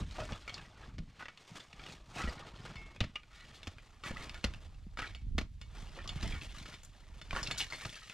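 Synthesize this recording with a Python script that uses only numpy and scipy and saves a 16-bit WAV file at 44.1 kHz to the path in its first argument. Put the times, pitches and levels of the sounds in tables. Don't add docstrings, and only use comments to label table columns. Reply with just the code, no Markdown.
import sys
import numpy as np
from scipy import signal
from scipy.fft import rfft, irfft, next_fast_len
from scipy.io import wavfile
from scipy.ndimage import uniform_filter1d

SR = 44100
rng = np.random.default_rng(int(sys.argv[2]) if len(sys.argv) > 2 else 0)


def digitize_waveform(pressure):
    field = np.atleast_2d(pressure).T
    bounded = np.clip(field, -1, 1)
    quanta = np.round(bounded * 32767).astype(np.int16)
    wavfile.write(sys.argv[1], SR, quanta)


N = 358533
TIME = np.arange(N) / SR
SIDES = np.array([[1], [-1]])


def undb(db):
    return 10 ** (np.asarray(db) / 20)


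def unit(x):
    return x / np.sqrt(np.mean(x ** 2) + 1e-20)


def curves(table):
    s, *columns = np.transpose(table)
    return [np.interp(TIME, s, c) for c in columns]


def shape(x, gain):
    size = next_fast_len(len(x) + 4096, True) // 2 * 2
    f = np.maximum(np.fft.rfftfreq(size, 1 / SR), 1)
    cepstrum = irfft(np.log(gain(f) + 1e-5))
    cepstrum[1:size // 2] *= 2
    cepstrum[size // 2 + 1:] = 0
    return irfft(rfft(x, size) * np.exp(rfft(cepstrum)))[:len(x)]


def colour(points, f):
    hz, db = np.transpose(points)
    return undb(np.interp(np.log(f), np.log(hz), db))


def band(x, lo_hz, hi_hz, order=4):
    edges = [lo_hz, min(hi_hz, SR / 2 - 1)]
    return unit(signal.sosfilt(signal.butter(order, edges, "band", fs=SR, output="sos"), x))


def hump(f, hz, octaves):
    return 1 / (1 + (np.log2(f / hz) / octaves) ** 2)


def grains(size, rate, scatter_db):
    sizes = undb(scatter_db * np.minimum(rng.exponential(size=size), 4))
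    present = rng.random(size) < rate / SR
    return unit(present * rng.choice([-1, 1], size) * sizes)


def peak(x, db, size=176):
    return x * undb(db) / np.sqrt(uniform_filter1d(x ** 2, size).max() + 1e-20)


def add(out, s, x):
    i = max(int(s * SR), 0)
    out[i:i + len(x)] += x[:max(N - i, 0)]


def surge(crest, swell, settle):
    distance = np.maximum((crest - TIME) / swell, (TIME - crest) / settle)
    return undb(-20 * distance.clip(0, 10)) ** 2


def thud(hz, delay_s, cycles):
    late = np.maximum(TIME[:SR // 4] - delay_s, 0)
    onset = 1 - np.exp(-late * hz * 2 * np.pi)
    return np.sin(2 * np.pi * hz * late) * np.exp(-late * hz / cycles) * onset


# f/Hz, level/dB
GRAVEL_COLOUR = [(150, -37), (250, -2), (420, -4.5), (635, -8), (1030, -8.5), (1430, -1), (2050, -0.5),
                 (3270, 1.5), (5130, -8), (9540, -18.5), (15500, -37)]
STRAY_PER_S, STRAY_DB = 20, -3.5
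CHATTER_DB = -4
COARSE_DB = -53


def gravel(rattle, body, hiss):
    cracks = grains(N, rate=700, scatter_db=3.5)
    pebbles, t = np.zeros(N), TIME[:SR // 40]
    for when, size, pitch, hardness in rng.random((5000, 4)):
        hz = 600 * 12 ** pitch
        knock = np.sin(2 * np.pi * hz * t) * np.exp(-t * hz / (1.5 + 9 * hardness))
        add(pebbles, when * N / SR, knock * np.sqrt(hz / (size + .15)))
    sand = grains(N, rate=9000, scatter_db=0.0)
    grit = undb(-2) * cracks + undb(-5) * unit(pebbles) + sand
    grit = grit * undb(2.16 * unit(uniform_filter1d(rng.standard_normal(N), size=500)))
    stray = np.abs(grains(N, rate=STRAY_PER_S, scatter_db=2.0))
    tumbles = signal.oaconvolve(stray, np.exp(-t / 0.02))[:N]
    grit = unit(grit) + undb(STRAY_DB) * unit(tumbles * grains(N, rate=5000, scatter_db=2.0))
    coarse = np.minimum(rattle / undb(COARSE_DB), 1)
    grit = unit(grit) + undb(CHATTER_DB) * coarse * chatter()
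    tap = 1. * (TIME[:SR // 6] == 0)
    steel = blade(tap, hz=3000, octaves=3, free=0.5)
    grit = unit(grit) + undb(-17.0) * unit(signal.oaconvolve(grit, steel)[:N])
    grit = shape(grit, lambda f: colour(GRAVEL_COLOUR, f))
    return rattle * band(grit, 1530, 5470) + body * band(grit, 256, 1191) + hiss * band(grit, 5800, 18800)


# crest t/s, swell t/s, settling t/s, rattle level/dB,
# heavy soil body level/dB and fine grit hiss level/dB (both over the rattle)
STROKES = [(0.01, 0.19, 0.033, -53.5, 6, -4.5), (0.2, 0.27, 0.5, -53, -2.5, -6.5),
           (0.31, 0.055, 0.11, -56.5, 8.5, -8), (0.56, 0.14, 0.27, -56, 1, -9),
           (0.855, 0.22, 0.1, -59, 4.5, -9.5), (1.22, 0.39, 0.97, -64, -1.5, -11),
           (1.58, 0.26, 0.18, -58, -1, -4), (1.83, 0.2, 0.36, -58, 2.5, -7.5),
           (1.92, 0.048, 0.065, -52.5, -4, -6), (2.2, 0.11, 0.17, -48, 2.5, -4),
           (2.29, 0.082, 0.19, -54, 5, -8), (2.42, 0.27, 0.7, -62, 2, -23),
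           (2.66, 0.43, 0.46, -57.5, 3, -9), (3.35, 0.077, 0.66, -59.5, -23, -8.5),
           (3.55, 0.54, 0.73, -63.5, 1.5, -9), (4.06, 0.023, 0.084, -47.5, 0.5, -5.5),
           (4.2, 0.36, 0.72, -56, 1, -9.5), (4.99, 0.017, 0.18, -46.5, -3.5, -14.5),
           (5.8, 0.17, 0.25, -56.5, 1, -7.5), (5.98, 0.24, 0.45, -56.5, 0, -11),
           (6.27, 0.15, 0.24, -48, -3.5, -10), (6.4, 0.072, 0.76, -56, -8, -7.5),
           (6.74, 0.91, 0.087, -57.5, -3, -9.5), (7.03, 0.69, 1.12, -69.5, 3, -9),
           (7.37, 0.078, 0.13, -49.5, 0.5, -7), (7.52, 0.35, 0.2, -51.5, 1.5, -8),
           (7.612, 0.039, 0.072, -38.5, -13.5, -9.5), (7.76, 0.18, 0.53, -56.5, -6, -3),
           (7.9, 0.89, 5.9, -57, -11, -8)]
DEBRIS_DB, DEBRIS_BODY_DB, DEBRIS_HISS_DB = -25, 8, -18
DEBRIS_SWELL_S, DEBRIS_SETTLE_S = 0.0047, 0.059


def flow():
    debris = [(s + DEBRIS_SWELL_S, DEBRIS_SWELL_S, DEBRIS_SETTLE_S, db + DEBRIS_DB, DEBRIS_BODY_DB, DEBRIS_HISS_DB)
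              for s, db, *_ in CHOPS]
    power = np.zeros((3, N))
    for crest, swell, settle, db, body_db, hiss_db in list(STROKES) + debris:
        levels = undb(db + np.array([0, body_db, hiss_db])) ** 2
        power += np.outer(levels, surge(crest, swell, settle))
    return np.sqrt(power)


CHATTER_CYCLES, BOUNCE_S = 8.5, 0.007


def chatter():
    out, t = np.zeros(N), TIME[:SR // 30]
    for when, size, pitch, overtone, *gaps in rng.random((450, 8)):
        hz = 1100 * 5.5 ** pitch
        upper_hz = hz * (1.2 + .5 * overtone)
        tones = np.sin(2 * np.pi * hz * t) + .5 * np.sin(2 * np.pi * upper_hz * t)
        ring = tones * np.exp(-t * hz / CHATTER_CYCLES)
        for k, s in enumerate(np.cumsum(gaps) * 2 * BOUNCE_S):
            add(out, when * N / SR + s, ring * 0.7 ** k / (size + .35))
    return unit(out)


# f/Hz (before a slight random detune), level/dB, t60 in the air t/s
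BLADE = [(643, 1.5, 0.1), (1300, 8.5, 0.14), (1445, 10, 0.15), (1837, -4, 0.51), (1960, -2.5, 0.48),
         (2100, -20, 0.059), (2250, 3, 0.59), (2605, -3, 0.5), (2917, 2.5, 0.27), (3170, -5, 0.5),
         (3550, 5, 0.35), (4400, 6.5, 0.23), (5100, 4, 0.16), (7000, 3, 0.29), (7100, -8, 0.51)]


def blade(push, hz, octaves, free):
    t = TIME[:len(push)]
    f, db, t60 = np.transpose(BLADE)[:, :, None]
    f = f * (1 + 0.0078 * rng.standard_normal(f.shape))
    ring = np.sin(2 * np.pi * f * t) * undb(-60 * t / (t60 * free))
    modes = signal.fftconvolve(ring, push[None], axes=1)[:, :len(t)]
    modes = modes / np.abs(modes).max(axis=1, keepdims=True)
    return np.sum(modes * undb(db) * hump(f, hz, octaves), axis=0)


# f/Hz, level/dB
CRUNCH_COLOUR = [(100, 2), (220, -4.5), (380, -12.5), (600, -8), (900, -18.5), (1400, -12), (2700, -12.5),
                 (4000, -17.5), (5600, -20), (8000, -37), (15500, -49.5)]
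# t/s, crunch level/dB, thud level/dB (before a 1 dB lift),
# thud f/Hz, brightness in dB per octave
CHOPS = [(0.321, -36, -44, 109, -2.5), (0.982, -48.5, -44, 152, 2), (2.239, -36, -32.5, 62, -1.5),
         (2.273, -39, -35.5, 60, -2.5), (3.005, -31, -30.5, 100, -1.5), (3.039, -43.5, -43.5, 130, 0.5),
         (3.671, -40, -40, 89, 2.5), (4.108, -37, -45, 69.3, -2), (4.441, -30, -27.5, 55.8, 2),
         (5.381, -31.5, -32, 48, 1.5), (5.411, -46, -37, 86, 1.5), (6.228, -40.5, -36, 92, 2.5),
         (7.329, -34, -52, 220, -1.5), (7.85, -39, -45.5, 123, 0.5)]


def chops():
    out, t = np.zeros(N), TIME[:SR // 4]
    for s, crunch_db, thud_db, thud_hz, tilt_db in CHOPS:
        crush = np.exp(-np.maximum(t - .007, 0) / 0.0025) + undb(-8.5) * np.exp(-t / 0.021)
        crunch = shape(grains(len(t), rate=12000, scatter_db=2.5) * crush,
                       lambda f: colour(CRUNCH_COLOUR, f) * undb(tilt_db * np.log2(f / 2000)))
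        handle = -thud(216, delay_s=0.00294, cycles=1.04)
        ground = thud(thud_hz, delay_s=0.0072, cycles=1.06)
        steel = blade(crunch, hz=3000, octaves=2.6, free=0.17)
        low = peak(0.89 * handle + ground, thud_db + 1)
        add(out, s, peak(crunch, crunch_db) + peak(steel, crunch_db - 11.5) + low)
    return out


# t/s, level/dB, stone f/Hz, its width in octaves (held to at least 0.04),
# blade ring level/dB over the stone
CLINKS = [(0.291, -45, 1270, 0.56, -14), (0.4779, -41.5, 2210, 0.05, -3.5), (0.542, -39.5, 4770, 0.19, -9),
          (1.2835, -44, 1770, 0.53, -4.5), (1.3746, -50.5, 3400, 1, -10), (1.7295, -48, 2900, 1, -17),
          (2.181, -53, 1200, 0.91, -10), (2.756, -52.5, 2290, 0.98, 2), (3.005, -30, 2780, 0.64, -27),
          (3.157, -38.5, 2300, 0.53, -16), (3.631, -44.5, 3060, 1, -15), (4.037, -45, 2200, 1, 1.5),
          (4.2942, -42.5, 2920, 1, -10.5), (4.344, -46.5, 2940, 0.99, -5), (4.9725, -43.5, 1430, 1, 1),
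          (4.9914, -39, 1430, 1, -8), (5.148, -44, 3000, 0.39, -8.5), (5.614, -51, 3470, 1, -2.5),
          (6.076, -42.5, 4400, 0.31, -6.5), (6.092, -36.5, 3380, 0.15, -8.5), (6.656, -49, 1790, 1, -3),
          (6.74, -50, 2940, 0.46, -4), (7.215, -47.5, 2820, 1, -4.5), (7.429, -37.5, 5340, 0.06, -5),
          (7.473, -34.5, 3900, 0.66, -20), (7.511, -33.5, 3170, 0.89, -5.5), (7.581, -39, 6100, 0.48, -10),
          (7.7232, -36.5, 2100, 0.075, -11)]


def clinks():
    out, t = np.zeros(N), TIME[:SR // 4]
    for s, db, hz, octaves, ring_db in CLINKS:
        touch = np.exp(-t / 0.0044) + undb(-20) * np.exp(-t / 0.036)
        contact = grains(len(t), rate=8000, scatter_db=2.5) * touch
        stone = shape(contact, lambda f: (hump(f, hz, max(octaves, .04)) + 0.031) * colour(CRUNCH_COLOUR, f) ** 0.58)
        steel = blade(contact, hz, octaves=1.0, free=0.26)
        add(out, s, peak(stone, db) + peak(steel, db + ring_db))
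    return out


# t/s, length t/s (a short fade follows), level/dB, strongest f/Hz,
# grinding grit level/dB over the blade
GRATES = [(0.182, 0.036, -40, 720, -7.5), (1.192, 0.023, -52, 1710, 1), (2.174, 0.048, -43, 1300, -6),
          (3.308, 0.13, -59, 1970, -11), (3.544, 0.019, -62, 3630, 5), (4.059, 0.016, -51, 1930, 7),
          (4.983, 0.016, -43, 1430, -22), (5.017, 0.0055, -39, 1410, -12), (6.324, 0.041, -48.5, 1850, -5),
          (7.37, 0.022, -46.5, 1450, -3), (7.576, 0.015, -47.5, 5130, 8), (7.698, 0.052, -48.5, 4400, -13)]


def grates():
    out, t = np.zeros(N), TIME[:SR // 3]
    for s, length, db, hz, grit_db in GRATES:
        pressure = np.minimum(t / 0.0018, 1) * np.exp(-np.maximum(t - length, 0) / 0.017)
        slips = grains(len(t), rate=450, scatter_db=0.0) * pressure
        grit = shape(grains(len(t), rate=12000, scatter_db=-0.5) * pressure,
                     lambda f: hump(f, hz, 0.88) * colour(GRAVEL_COLOUR, f) ** 0.28)
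        steel = blade(slips, hz, octaves=0.3, free=0.42)
        add(out, s, peak(steel, db) + peak(grit, db + grit_db))
    return out


# t/s, level/dB, f/Hz
STONES = [(0.11, -49, 3980), (0.184, -39, 727), (0.322, -42, 3380), (0.4947, -40, 3300),
          (0.58, -44.5, 2790), (1.207, -47.5, 1300), (1.225, -42.5, 1470), (1.256, -42, 1970),
          (1.556, -49, 1720), (1.601, -49, 3520), (1.795, -47.5, 2400), (1.838, -46.5, 3340),
          (1.864, -44, 2860), (1.899, -49, 2520), (1.924, -47.5, 4250), (2.16, -43.5, 718),
          (2.2365, -39.5, 2570), (2.962, -48.5, 2480), (3.233, -54, 2400), (3.784, -47.5, 2470),
          (4.169, -39.5, 1970), (4.21, -49, 2100), (4.537, -45.5, 2730), (5.973, -47.5, 550),
          (6.246, -41.5, 672), (6.277, -44.5, 5500), (6.351, -46, 1950), (6.584, -46.5, 4070),
          (6.833, -53.5, 6860), (6.849, -51, 7400), (7.3081, -34.5, 2400), (7.3294, -36.5, 1106),
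          (7.363, -31.5, 1420), (7.6106, -43, 3170), (7.732, -39, 2100), (7.746, -43, 2100),
          (7.81, -44.5, 2290), (7.955, -47.5, 4600), (8.097, -43, 2620)]
STONE_CYCLES, STONE_CRACK_DB = 6.4, -7.5
REBOUND_DB, REBOUND_S = -10, 0.0065


def stones():
    out, t = np.zeros(N), TIME[:SR // 10]
    for (s, db, hz), (gap, *spacing) in zip(STONES, rng.random((len(STONES), 4))):
        after = t - REBOUND_S * (.5 + gap)
        rebound = undb(REBOUND_DB) * (after > 0) * np.exp(-np.abs(after) / 0.0023)
        touch = np.exp(-t / 0.0016) + rebound + undb(-19.5) * np.exp(-t / 0.026)
        contact = grains(len(t), rate=9000, scatter_db=3.5) * touch
        ratios = np.array([.62, 1.26, 1.5]) + np.array([.2, .12, .5]) * spacing
        f = hz * np.r_[1, ratios][:, None]
        rings = np.sin(2 * np.pi * f * t) * np.exp(-t * f / STONE_CYCLES)
        modes = signal.fftconvolve(rings, contact[None], axes=1)[:, :len(t)]
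        ring = sum(peak(mode, mode_db) for mode, mode_db in zip(modes, (0, -11, -7.5, -14)))
        crack = shape(contact, lambda f: colour(CRUNCH_COLOUR, f))
        add(out, s, peak(peak(ring, 0) + peak(crack, STONE_CRACK_DB), db))
    return out


def struck(hits, modes):
    out, t = np.zeros(N), TIME[:SR // 2]
    ring = sum(undb(db - 60 * t / t60) * np.sin(2 * np.pi * hz * t) for hz, db, t60 in modes)
    for s, db in hits:
        add(out, s, peak(ring, db))
    return out


# t/s, level/dB
RINGS = [(2.768, -50)]
# f/Hz, level/dB, t60 t/s
FREE_SHOVEL = [(2170, 1, 0.61), (2290, -11, 0.79), (2660, -9.5, 0.71), (4398, -21, 0.31), (5070, -11, 0.25)]


def free_shovel():
    return struck(RINGS, FREE_SHOVEL)


# t/s, level/dB
PINGS = [(3.1563, -40), (3.1598, -36.5), (3.169, -45)]
# f/Hz, level/dB, t60 t/s
PICK = [(1230, -4, 0.13), (2400, 0, 0.051), (2864, 7, 0.038), (4400, -20, 0.044), (5350, -31, 0.039)]


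def pick():
    return struck(PINGS, PICK)


# t/s, level/dB, f/Hz
THUDS = [(1.002, -40.5, 169), (1.516, -46, 158), (3.764, -50.5, 100), (4.867, -43, 185), (6.161, -36, 138),
         (6.361, -35, 71), (7.12, -44, 59.5)]


def thuds():
    out = np.zeros(N)
    for s, db, hz in THUDS:
        add(out, s, peak(thud(hz, delay_s=0, cycles=1.23), db))
    return out


# f/Hz, level/dB
RUMBLE_COLOUR = [(11, -54), (19, 1), (38, 2.5), (107, -9), (220, -17), (389, -26.5), (500, -17.5),
                 (650, -55), (1100, -120)]
# crest t/s, swell t/s, settling t/s, clod thump level/dB,
# ground boom level/dB (before the mix gains below)
LANDINGS = [(0.01, 0.043, 0.095, -37, -35), (0.28, 0.25, 0.1, -50, -47.5), (1.0, 0.16, 0.16, -46, -46.5),
            (2.27, 0.41, 0.11, -57, -55), (2.76, 0.49, 0.5, -58.5, -54), (3.026, 0.036, 0.1, -44.5, -51.5),
            (4.19, 0.25, 0.042, -52, -46), (4.47, 0.014, 0.18, -48, -40.5), (5.372, 0.2, 0.13, -44, -34),
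            (6.28, 0.45, 0.4, -48.5, -41.5), (6.62, 0.09, 0.23, -54.5, -54), (7.39, 0.23, 0.43, -56, -48),
            (7.86, 0.06, 0.068, -52, -58)]
# t/s, level/dB (before the trims below)
BREEZE = [(0.0, -40.5), (0.5, -55), (0.95, -51), (1.22, -86), (1.47, -88), (1.72, -56.5), (3.42, -56.5),
          (4.14, -61), (4.28, -48.5), (5.53, -44), (6.32, -48.5), (6.68, -61), (7.02, -53.5), (7.43, -52.5),
          (8.13, -60.5)]
BREEZE_DB, BREEZE_THUMP_DB = -5, -18
SOIL_THUMP_DB = -1


def rumble(soil):
    wind = undb(curves(BREEZE)[0] + BREEZE_DB)
    low = wind ** 2
    thump = (undb(BREEZE_THUMP_DB) * wind) ** 2 + (undb(SOIL_THUMP_DB) * soil) ** 2
    for crest, swell, settle, thump_db, boom_db in LANDINGS:
        weight = surge(crest, swell, settle)
        low = low + undb(boom_db) ** 2 * weight
        thump = thump + undb(thump_db) ** 2 * weight
    noise = shape(rng.standard_normal(N), lambda f: colour(RUMBLE_COLOUR, f))
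    breeze = band(noise, 20.0, 113.6, order=3)
    eddies = band(rng.standard_normal(N), 26, 96, order=2)
    lumps = shape(grains(N, rate=250, scatter_db=4.5), lambda f: colour(RUMBLE_COLOUR, f))
    clods = band(lumps, 102.8, 294, order=3)
    boom = np.sqrt(low) * (undb(2.0) * breeze + undb(-12.0) * SIDES * eddies)
    return boom * undb(-1.1 * SIDES) + np.sqrt(thump) * clods


# from f/Hz, to f/Hz, side minus mid level/dB (before the width is set)
SPREAD = [(1200, 5500, -20.5), (5570, 9230, -7.5), (9600, 12700, -5)]


def scattered(x):
    side = np.zeros(N)
    for lo_hz, hi_hz, db in SPREAD:
        direct = signal.sosfilt(signal.butter(3, [lo_hz, hi_hz], "band", fs=SR, output="sos"), x)
        envelope = np.sqrt(np.abs(uniform_filter1d(direct ** 2, size=90)))
        side += undb(db) * envelope * band(rng.standard_normal(N), lo_hz, hi_hz, order=3)
    return side


def rock_face(x, wet_db, t60):
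    t = TIME[:SR // 2]
    fade = undb(-60 * t / t60) * (t > .014)
    echoes = [band(grains(len(t), rate=3800, scatter_db=9.5), 610, 8900, order=1) * fade for _ in range(2)]
    return undb(wet_db) * np.array([signal.oaconvolve(x, e / np.linalg.norm(e))[:N] for e in echoes])


# f/Hz, level/dB
AIR = [(30, 8), (123, -24), (746, -27.5), (3580, -18), (7060, -23.5), (15500, -36)]


def air():
    return undb(-71) * unit(shape(rng.standard_normal(N), lambda f: colour(AIR, f)))


def scene():
    rattle, body, hiss = flow()
    tools = gravel(rattle, body, hiss) + chops() + clinks() + grates() + stones() + free_shovel() + pick()
    mid = tools + air()
    echo = rock_face(tools, wet_db=-22.5, t60=0.2)
    return mid + SIDES * scattered(mid) + thuds() + rumble(body) + echo


# f/Hz, left minus right level/dB
PORTS = [(1000, -0.5), (2500, 0), (5500, 2), (7500, 6), (10500, -0.5)]
# t/s, side level/dB
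WIDTH = [(0, -37), (2.4, -34), (3, -11), (4, -2), (8, 1.5)]
HOLLOW_HZ, TOP_HZ = 10960, 15650


def record(dry):
    size = next_fast_len(N + 64, True) // 2 * 2
    f = np.maximum(np.fft.rfftfreq(size, 1 / SR), 1)
    lag_s = 2.6e-5
    ports = colour(PORTS, f) ** (SIDES / 2) * np.exp(-1j * np.pi * f * lag_s * SIDES)
    left, right = irfft(rfft(dry, size) * ports)[:, :N]
    width = undb(curves(WIDTH)[0])
    mid, side = (left + right) / 2, (left - right) / 2
    treble = signal.lfilter(*signal.iirpeak(HOLLOW_HZ, 4.5, fs=SR), mid)
    hollow = treble * 0.58 * (1 - width).clip(0, 1)
    both = mid - hollow + SIDES * width * side
    return signal.sosfilt(signal.ellip(10, .2, 70, TOP_HZ, fs=SR, output="sos"), both)


dry = scene()
out = record(dry)
digitize_waveform(out)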